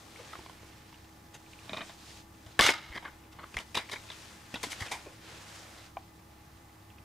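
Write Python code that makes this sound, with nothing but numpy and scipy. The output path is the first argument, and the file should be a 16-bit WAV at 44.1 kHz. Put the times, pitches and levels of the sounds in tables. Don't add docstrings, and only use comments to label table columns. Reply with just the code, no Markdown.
import sys
import numpy as np
from scipy import signal
from scipy.fft import rfft, irfft, next_fast_len
from scipy.io import wavfile

SR = 44100
rng = np.random.default_rng(int(sys.argv[2]) if len(sys.argv) > 2 else 0)


def unload_audio(sound):
    columns = np.transpose(np.atleast_2d(sound))
    steps = np.round(np.clip(columns, -1, 1) * 32767)
    wavfile.write(sys.argv[1], SR, steps.astype(np.int16))


N = 310460


def amp(db):
    return 10 ** (np.asarray(db) / 20)


def rms_one(x):
    return x / np.sqrt(np.mean(x ** 2) + 1e-20)


def peak_one(x):
    return x / np.abs(x).max()


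def in_time(rows):
    t_s, *columns = np.transpose(rows)
    return [np.interp(np.arange(N) / SR, t_s, column) for column in columns]


def at_hz(points, hz):
    points_hz, values = np.transpose(points)
    return np.interp(np.log(hz), np.log(points_hz), values)


def add_at(out, t_s, sound):
    at = round(t_s * SR)
    out[..., at:at + sound.shape[-1]] += sound


def lowpass(x, hz):
    return signal.lfilter(*signal.butter(2, hz, fs=SR), x)


def highpass(x, hz):
    return signal.lfilter(*signal.butter(2, hz, "high", fs=SR), x)


def resonate(x, hz, width_hz):
    r = np.exp(-np.pi * width_hz / SR)
    zeros = [(1 - r * r) / 2, 0, (r * r - 1) / 2]
    poles = [1, -2 * r * np.cos(2 * np.pi * hz / SR), r * r]
    return signal.lfilter(zeros, poles, x)


def grains(size, per_s, spread_db):
    sizes = amp(spread_db * np.minimum(rng.exponential(1, size), 4))
    signs = rng.choice([-1, 1], size)
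    fires = rng.random(size) < per_s / SR
    return sizes * signs * fires + 1e-18


def drift(rate_hz):
    r = np.exp(-2 * np.pi * rate_hz / SR)
    slow = signal.lfilter([1], [1, -2 * r, r * r], rng.standard_normal(N + SR))
    return rms_one(slow[SR:])


# (f/Hz, width/Hz, level/dB)
CASE_MODES = [(246, 176, 0), (650, 400, 6.5), (982, 260, 10.5), (1110, 240, 8.5), (1404, 175, 6.5),
              (1690, 470, 5), (2190, 143, 9.5), (2927, 290, 5), (3750, 370, -1), (4615, 170, 5),
              (6300, 540, -16)]
GRIP_DETUNE, PORTS_DIFFER_DB = 0.055, 2


def case(force, direct_db=-10):
    tune = 1 + GRIP_DETUNE * rng.standard_normal(len(CASE_MODES))
    aim_db = PORTS_DIFFER_DB * rng.standard_normal(len(CASE_MODES))
    rings = 0
    for k, (hz, width_hz, db) in enumerate(CASE_MODES):
        ports = amp(aim_db[k] * np.array([[.5], [-.5]]))
        rings = rings + (-1) ** k * ports * amp(db) * resonate(force, hz * tune[k], width_hz)
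    return rings + amp(direct_db) * force


CONTACT_HZ, CONTACT_FOLLOWS_EDGE = 6130, 0.13
CASE_FOLLOWS_EDGE = 0.18
EDGE_LEAD_SHARE = 0.41
EDGE_FIZZ = 0.33


def contact(ring_hz, swell_s, fall_s, edge_db, case_db, lead, ring_width):
    t = np.arange(SR // 4) / SR
    fall_s = np.clip(fall_s, .004, .3)
    shape = np.minimum(t / swell_s, 1) * amp(-60 * np.maximum(t - swell_s, 0) / fall_s)
    ticks = grains(size=len(t), per_s=3100, spread_db=3.5)
    cluster = shape * (ticks + 0.35 * rng.standard_normal(len(t)))
    lead_at = round(swell_s * SR)
    cluster[lead_at] = lead

    local = resonate(cluster, ring_hz, 90 + ring_width * ring_hz)
    local = resonate(local, ring_hz, 0.34 * ring_hz)

    contact_hz = CONTACT_HZ * amp(CONTACT_FOLLOWS_EDGE * edge_db)
    whole = case(lowpass(lowpass(cluster, contact_hz), contact_hz))

    cluster[lead_at] *= EDGE_LEAD_SHARE
    rough = cluster + EDGE_FIZZ * shape * rng.standard_normal((2, len(t)))
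    treble = rough - lowpass(rough, 2740)
    edge = lowpass(lowpass(treble, 10000), 12000)

    whole_gain = amp(case_db + CASE_FOLLOWS_EDGE * edge_db)
    sound = rms_one(local) + whole_gain * rms_one(whole) + amp(edge_db) * rms_one(edge)
    return rms_one(sound) * np.sqrt(np.mean(shape ** 2))


# (t/s, nominal peak/dB, local ring f/Hz, fall/s, hard edge re local ring/dB)
KNOCKS = [(0.33, -29, 1270, 0.042, -17), (0.353, -28, 1140, 0.019, -23), (.39, -34.5, 860, 0.011, -38),
          (.461, -28.5, 1030, 0.0067, -30), (0.496, -30, 1030, 0.0087, -16), (0.629, -41.5, 417, 0.04, -26),
          (0.926, -39, 920, 0.021, -20), (2.462, -44, 665, 0.14, -3), (2.5914, -3.5, 1730, 0.023, -11),
          (2.5963, -6, 1084, 0.032, -14), (2.6027, -19, 1470, 0.013, -3), (2.672, -14.5, 3620, 0.055, -4),
          (2.609, -5, 3370, 0.018, 2), (2.983, -35, 1900, 0.014, -12), (3.0501, -29, 1050, 0.029, -41),
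          (3.542, -31, 2560, 0.036, -11), (3.588, -23.5, 2930, 0.013, -2), (3.568, -17, 2100, 0.028, -8.5),
          (3.579, -28, 2180, 0.077, -11), (3.745, -25, 2370, 0.22, -6), (3.7522, -19, 3660, 0.041, -4),
          (3.914, -30.5, 3750, 0.2, -0.5), (3.958, -27.5, 2190, 0.044, -41),
          (4.101, -29.5, 3600, 0.051, -28), (4.117, -36, 3180, 0.05, -4), (4.5411, -24, 2650, 0.053, -9.5),
          (4.667, -38, 680, 0.12, 4), (4.719, -29.5, 3040, 0.062, -18), (4.729, -25, 2190, 0.017, -18),
          (4.821, -26.5, 1960, 0.06, -8), (5.9686, -21.5, 780, 0.028, -63)]
# (t/s, nominal peak/dB, local ring f/Hz, swell/s, fall/s, hard edge re local ring/dB)
SCUFFS = [(0.172, -41.5, 460, 0.028, 0.16, -49), (1.334, -38.5, 6200, 0.016, 0.079, 1),
          (2.621, -20, 3530, .029, .035, -8), (2.685, -9, 2150, 0.0063, 0.034, -53),
          (2.698, -17.5, 1490, 0.004, 0.05, -1), (2.915, -37, 1920, 0.0089, 0.12, -23),
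          (2.938, -30, 1930, 0.025, 0.057, -11), (2.97, -26, 1740, 0.0089, 0.015, -16),
          (3.021, -37.5, 950, 0.0055, 0.068, -30), (3.04, -32.5, 1700, 0.014, 0.14, -37),
          (3.066, -36, 1520, 0.016, 0.034, -43), (3.314, -46, 1240, 0.016, 0.058, 3),
          (3.382, -38, 1076, 0.0076, 0.27, -34), (3.428, -33, 1210, 0.014, 0.008, -36),
          (3.594, -34.5, 1090, .008, 0.1, 1), (3.765, -18, 3720, 0.0086, 0.074, -8),
          (3.779, -32, 2060, 0.0066, 0.21, -4), (3.894, -31, 2250, 0.0028, 0.029, -6),
          (3.926, -25.5, 1920, 0.0082, 0.041, -4), (4.551, -27.5, 3460, 0.0067, 0.057, -24),
          (4.628, -25.5, 4400, 0.0038, 0.12, 16), (4.633, -23.5, 1030, 0.0044, 0.058, -16),
          (4.694, -31, 3080, 0.026, 0.11, 17), (4.797, -31, 1900, 0.011, 0.27, 3),
          (4.858, -31.5, 2520, .005, 0.06, -5), (4.909, -30, 880, 0.0053, 0.19, -42),
          (4.911, -25.5, 2200, 0.0079, 0.17, 6.5), (4.938, -32, 905, 0.0054, 0.1, -42),
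          (5.048, -39.5, 470, 0.015, 0.2, -55), (5.775, -45, 3770, 0.0036, 0.34, -1)]
KNOCK_SWELL_S = 0.0006
PEAK_TO_LEVEL_DB = -7.5


def knocks():
    out = np.zeros((2, N + SR))
    for t_s, db, hz, fall_s, edge_db in KNOCKS:
        sound = contact(hz, KNOCK_SWELL_S, fall_s, edge_db, case_db=1.5, lead=4.1, ring_width=0.072)
        add_at(out, t_s, amp(db + PEAK_TO_LEVEL_DB) * sound)
    for t_s, db, hz, swell_s, fall_s, edge_db in SCUFFS:
        sound = contact(hz, swell_s, fall_s, edge_db, case_db=5, lead=1.2, ring_width=.13)
        add_at(out, t_s, amp(db + PEAK_TO_LEVEL_DB) * sound)
    return out[:, :N]


CHATTER_S, CHATTER_HOLD_S, CHATTER_DB = 2.617, 0.06, -25
CHATTER_FALL_DB_PER_S, SETTLE_DB, SETTLE_DB_PER_S = 274, -42, 59
SETTLE_CUT_HZ = 5600


def chatter():
    since_s = np.arange(N) / SR - CHATTER_S
    after_s = np.maximum(since_s - CHATTER_HOLD_S, 0)
    ticks = lowpass(grains(size=N, per_s=3800, spread_db=1.0), 7000)
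    sound = rms_one(case(ticks, direct_db=-5.0))
    sound = rms_one(highpass(sound, 850))
    burst = amp(CHATTER_DB - CHATTER_FALL_DB_PER_S * after_s) * sound
    settling = amp(SETTLE_DB - SETTLE_DB_PER_S * after_s) * lowpass(sound, SETTLE_CUT_HZ)
    flutter = amp(2.0 * drift(120))
    return (since_s > 0) * flutter * (burst + settling)


# (t/s, peak level/dB, bright snap re ring/dB)
SLIPS = [(1.694, -27.5, -8), (1.732, -25, -4.5), (1.766, -34, -19), (1.7702, -26.5, -9),
         (1.781, -31.5, -19), (1.7945, -37, -17), (1.807, -30, -17), (1.816, -29, -6), (1.895, -37.5, -6)]
# (f/Hz, width/Hz, level/dB)
HOLLOW_MODES = [(187, 59, 10.5), (337, 150, 5), (637, 85, 11), (1180, 220, 7), (1920, 350, 6),
                (2450, 140, 8.5), (3040, 87, 3.5), (3750, 580, -1)]
SLIP_DIES_S, SLIP_TAIL = 0.09, 0.43
SNAP_HZ, SNAP_WIDTH_HZ = 3780, 300


def creak():
    out, t = np.zeros(N + SR), np.arange(SR // 5) / SR
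    snap = resonate(1. * (t == 0), SNAP_HZ, SNAP_WIDTH_HZ)
    snap = peak_one(resonate(snap, SNAP_HZ, SNAP_WIDTH_HZ))
    for t_s, db, snap_db in SLIPS:
        trail = grains(size=len(t), per_s=2000, spread_db=1.5)
        force = SLIP_TAIL * amp(-60 * t / SLIP_DIES_S) * trail
        force[0] = 1
        force = lowpass(force, 6200)
        ring = amp(-40) * force
        for k, (hz, width_hz, mode_db) in enumerate(HOLLOW_MODES):
            gain = amp(mode_db + 3.3 * rng.standard_normal())
            ring += (-1) ** k * gain * resonate(force, hz, width_hz)
        sound = peak_one(ring) + amp(snap_db) * snap
        add_at(out, t_s, amp(db) * peak_one(sound))
    return out[:N]


# (t/s, level before envelope and low-pass/dB, f/Hz)
THUDS = [(0.389, -37, 343), (1.722, -36, 230), (2.462, -39.5, 103), (2.595, -30, 44.8), (2.598, -22.5, 227),
         (2.644, -32.5, 110), (2.9, -36.5, 49.3), (2.96, -38, 297), (3.561, -31, 62), (3.771, -25.5, 398),
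         (3.934, -33.5, 434), (4.54, -31, 248), (4.668, -34, 295), (4.815, -29.5, 93), (5.072, -40, 390)]


def thuds():
    out, t = np.zeros(N + SR), np.arange(SR // 5) / SR
    for t_s, db, hz in THUDS:
        damping = np.exp(-t * (.5 * hz + 70))
        add_at(out, t_s, amp(db) * np.sin(2 * np.pi * hz * t) * damping)
    return lowpass(out[:N], 730)


# (t/s, peak level/dB, f/Hz)
TICKS = [(.159, -43.5, 2160), (.942, -47.5, 2870), (1.044, -50, 2820), (1.4624, -47.5, 2450),
         (1.5326, -42.5, 2350), (1.589, -42.5, 2420), (3.89, -36.5, 2200), (4.089, -42, 2490),
         (4.883, -36, 2480), (5.9692, -46, 2750), (6.9022, -48, 2630), (6.983, -47.5, 2580)]
STRAY_TICKS_PER_S, STRAY_TICK_DB = 5, -55
STRAY_HZ, STRAY_SPREAD_HZ = 2380, 360


def faint_ticks():
    out = np.zeros(N + SR)
    fade = np.exp(-np.arange(SR // 20) / SR / 0.0032)
    ticks = list(TICKS)
    for t_s in np.cumsum(rng.exponential(1, 80)) / STRAY_TICKS_PER_S:
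        if t_s < N / SR:
            ticks.append((t_s, STRAY_TICK_DB, STRAY_HZ + STRAY_SPREAD_HZ * rng.uniform(-1.3, 1)))
    for t_s, db, hz in ticks:
        puff = fade * rng.standard_normal(len(fade))
        tick = resonate(resonate(puff, hz, 420), hz, hz)
        add_at(out, t_s, amp(db) * peak_one(tick))
    return out[:N]


# (t/s, level/dB, brightest f/Hz)
RUB = [(0, -56, 2740), (.33, -51, 2270), (.6, -58, 2370), (1.2, -63, 2000), (1.85, -51.5, 2830),
       (1.97, -57, 3460), (2.1, -51, 5640), (2.2, -53, 5130), (2.25, -64.5, 3160), (2.6, -60, 2000),
       (3.1, -60, 1700), (3.3, -65, 2000), (3.55, -54.5, 3620), (3.7, -59, 2500), (4.2, -49, 3800),
       (4.42, -54.5, 3550), (4.8, -49, 4160), (5.2, -56.5, 2000), (5.33, -49.5, 1930), (5.86, -54.5, 2520),
       (5.92, -65, 2060)]


def rub():
    level_db, bright_hz = in_time(RUB)
    mid, side = lowpass(grains(size=(2, N), per_s=7000, spread_db=1.5), 7930)
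    slips = mid + 0.47 * side * [[1], [-1]]
    out = 0
    for hz in np.geomspace(350, 12000, 12):
        patches = amp(2.3 * drift(2.4) + 1.7 * drift(25.))
        octaves_off = np.log2(hz / bright_hz)
        share = patches / (1 + (octaves_off / 2.9) ** 2)
        out = out + share * resonate(slips, hz, 0.5 * hz) / np.sqrt(hz)
    return amp(level_db) * rms_one(out)


ROOM_T60_S, WALL_CUT_HZ = 0.21, 11000


def room(x):
    size = next_fast_len(N + SR)
    w = 2 * np.pi * np.arange(size // 2 + 1) / size
    dull = 1 / (1 + 1j * w * SR / (2 * np.pi * WALL_CUT_HZ))
    response = np.zeros((2, len(w)), complex)
    lags = (rng.uniform(0.0032, 0.026, 32) * SR).astype(int)
    for k, lag in enumerate(lags):
        loss = amp(-60 * lag / SR / ROOM_T60_S)
        loop = loss * np.sqrt(dull) * np.exp(-1j * w * lag)
        response[k % 2] += (-1) ** (k // 2) * loop / (1 - loop)
    return irfft(response * rfft(x, size), size)[:, :N]


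# (f/Hz, rms wander/Hz, mean level/dB)
WHINE = [(69.6, 1.86, -61), (102.7, 2.22, -62), (324, 3.84, -62.5), (835, 6.11, -67), (1182, 22, -75.5),
         (1790, 4.07, -74.5), (2030, 13.4, -75.5)]


def whine():
    out = 0
    for hz, wander_hz, db in WHINE:
        phase = 2 * np.pi * np.cumsum(hz + wander_hz * drift(8.05)) / SR
        out = out + amp(db + 2 * drift(7.1)) * np.sin(phase)
    return out


# (f/Hz, relative density/dB per Hz)
HISS = [(20, -1), (40, -21.5), (90, -9.5), (220, -13), (520, -23), (900, -18), (1500, -26.5), (3500, -37),
        (16000, -37)]
# (f/Hz, correlation 0-1)
HISS_LIKENESS = [(60, 1), (250, 0.97), (700, 0.021), (2000, 0.011), (12000, 0.41)]
HISS_DB = -57


def background():
    lows_hz = 20 * 2 ** np.arange(0, 10, .5)
    highs_hz = np.append(lows_hz[1:], 19000.)
    white = rng.standard_normal((2, 2, N))
    out = 0
    for k, (low_hz, high_hz) in enumerate(zip(lows_hz, highs_hz)):
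        band = signal.butter(2, [low_hz, high_hz], "band", fs=SR, output="sos")
        mid, side = signal.sosfilt(band, white[k % 2])
        hz = np.sqrt(low_hz * high_hz)
        alike = at_hz(HISS_LIKENESS, hz)
        stereo = np.sqrt(1 + alike) * mid + np.sqrt(1 - alike) * side * [[1], [-1]]
        out = out + amp(at_hz(HISS, hz)) * stereo
    return amp(HISS_DB) * rms_one(out)


# (t/s, left minus right level/dB)
PLACE = [(0, 3.5), (.5, -2), (2.5, 0.7), (3.6, 1), (4.15, 2), (4.9, 1), (5.2, 0.4), (7, -2)]
RIGHT_LATE = .12
ROOM_DB = -25


def scene():
    near = knocks() + creak() + thuds() + chatter() + faint_ticks()
    echo = room(near.mean(axis=0))
    echo -= 0.45 * lowpass(echo - echo.mean(axis=0), 1700)
    right = signal.lfilter([1 - RIGHT_LATE, RIGHT_LATE], [1], near[1])
    ports = np.array([near[0], right])
    side_db, = in_time(PLACE)
    placed = (ports + rub()) * amp(side_db * [[.5], [-.5]])
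    return placed + amp(ROOM_DB) * echo + background() + whine()


MIC_LOW_HZ, CUTOFF_HZ = 30.2, 16050


def record(dry):
    thin = highpass(dry, MIC_LOW_HZ)
    steep = signal.cheby2(20, 70, CUTOFF_HZ, fs=SR, output="sos")
    return signal.sosfilt(steep, thin)


dry = scene()
out = record(dry)
unload_audio(out)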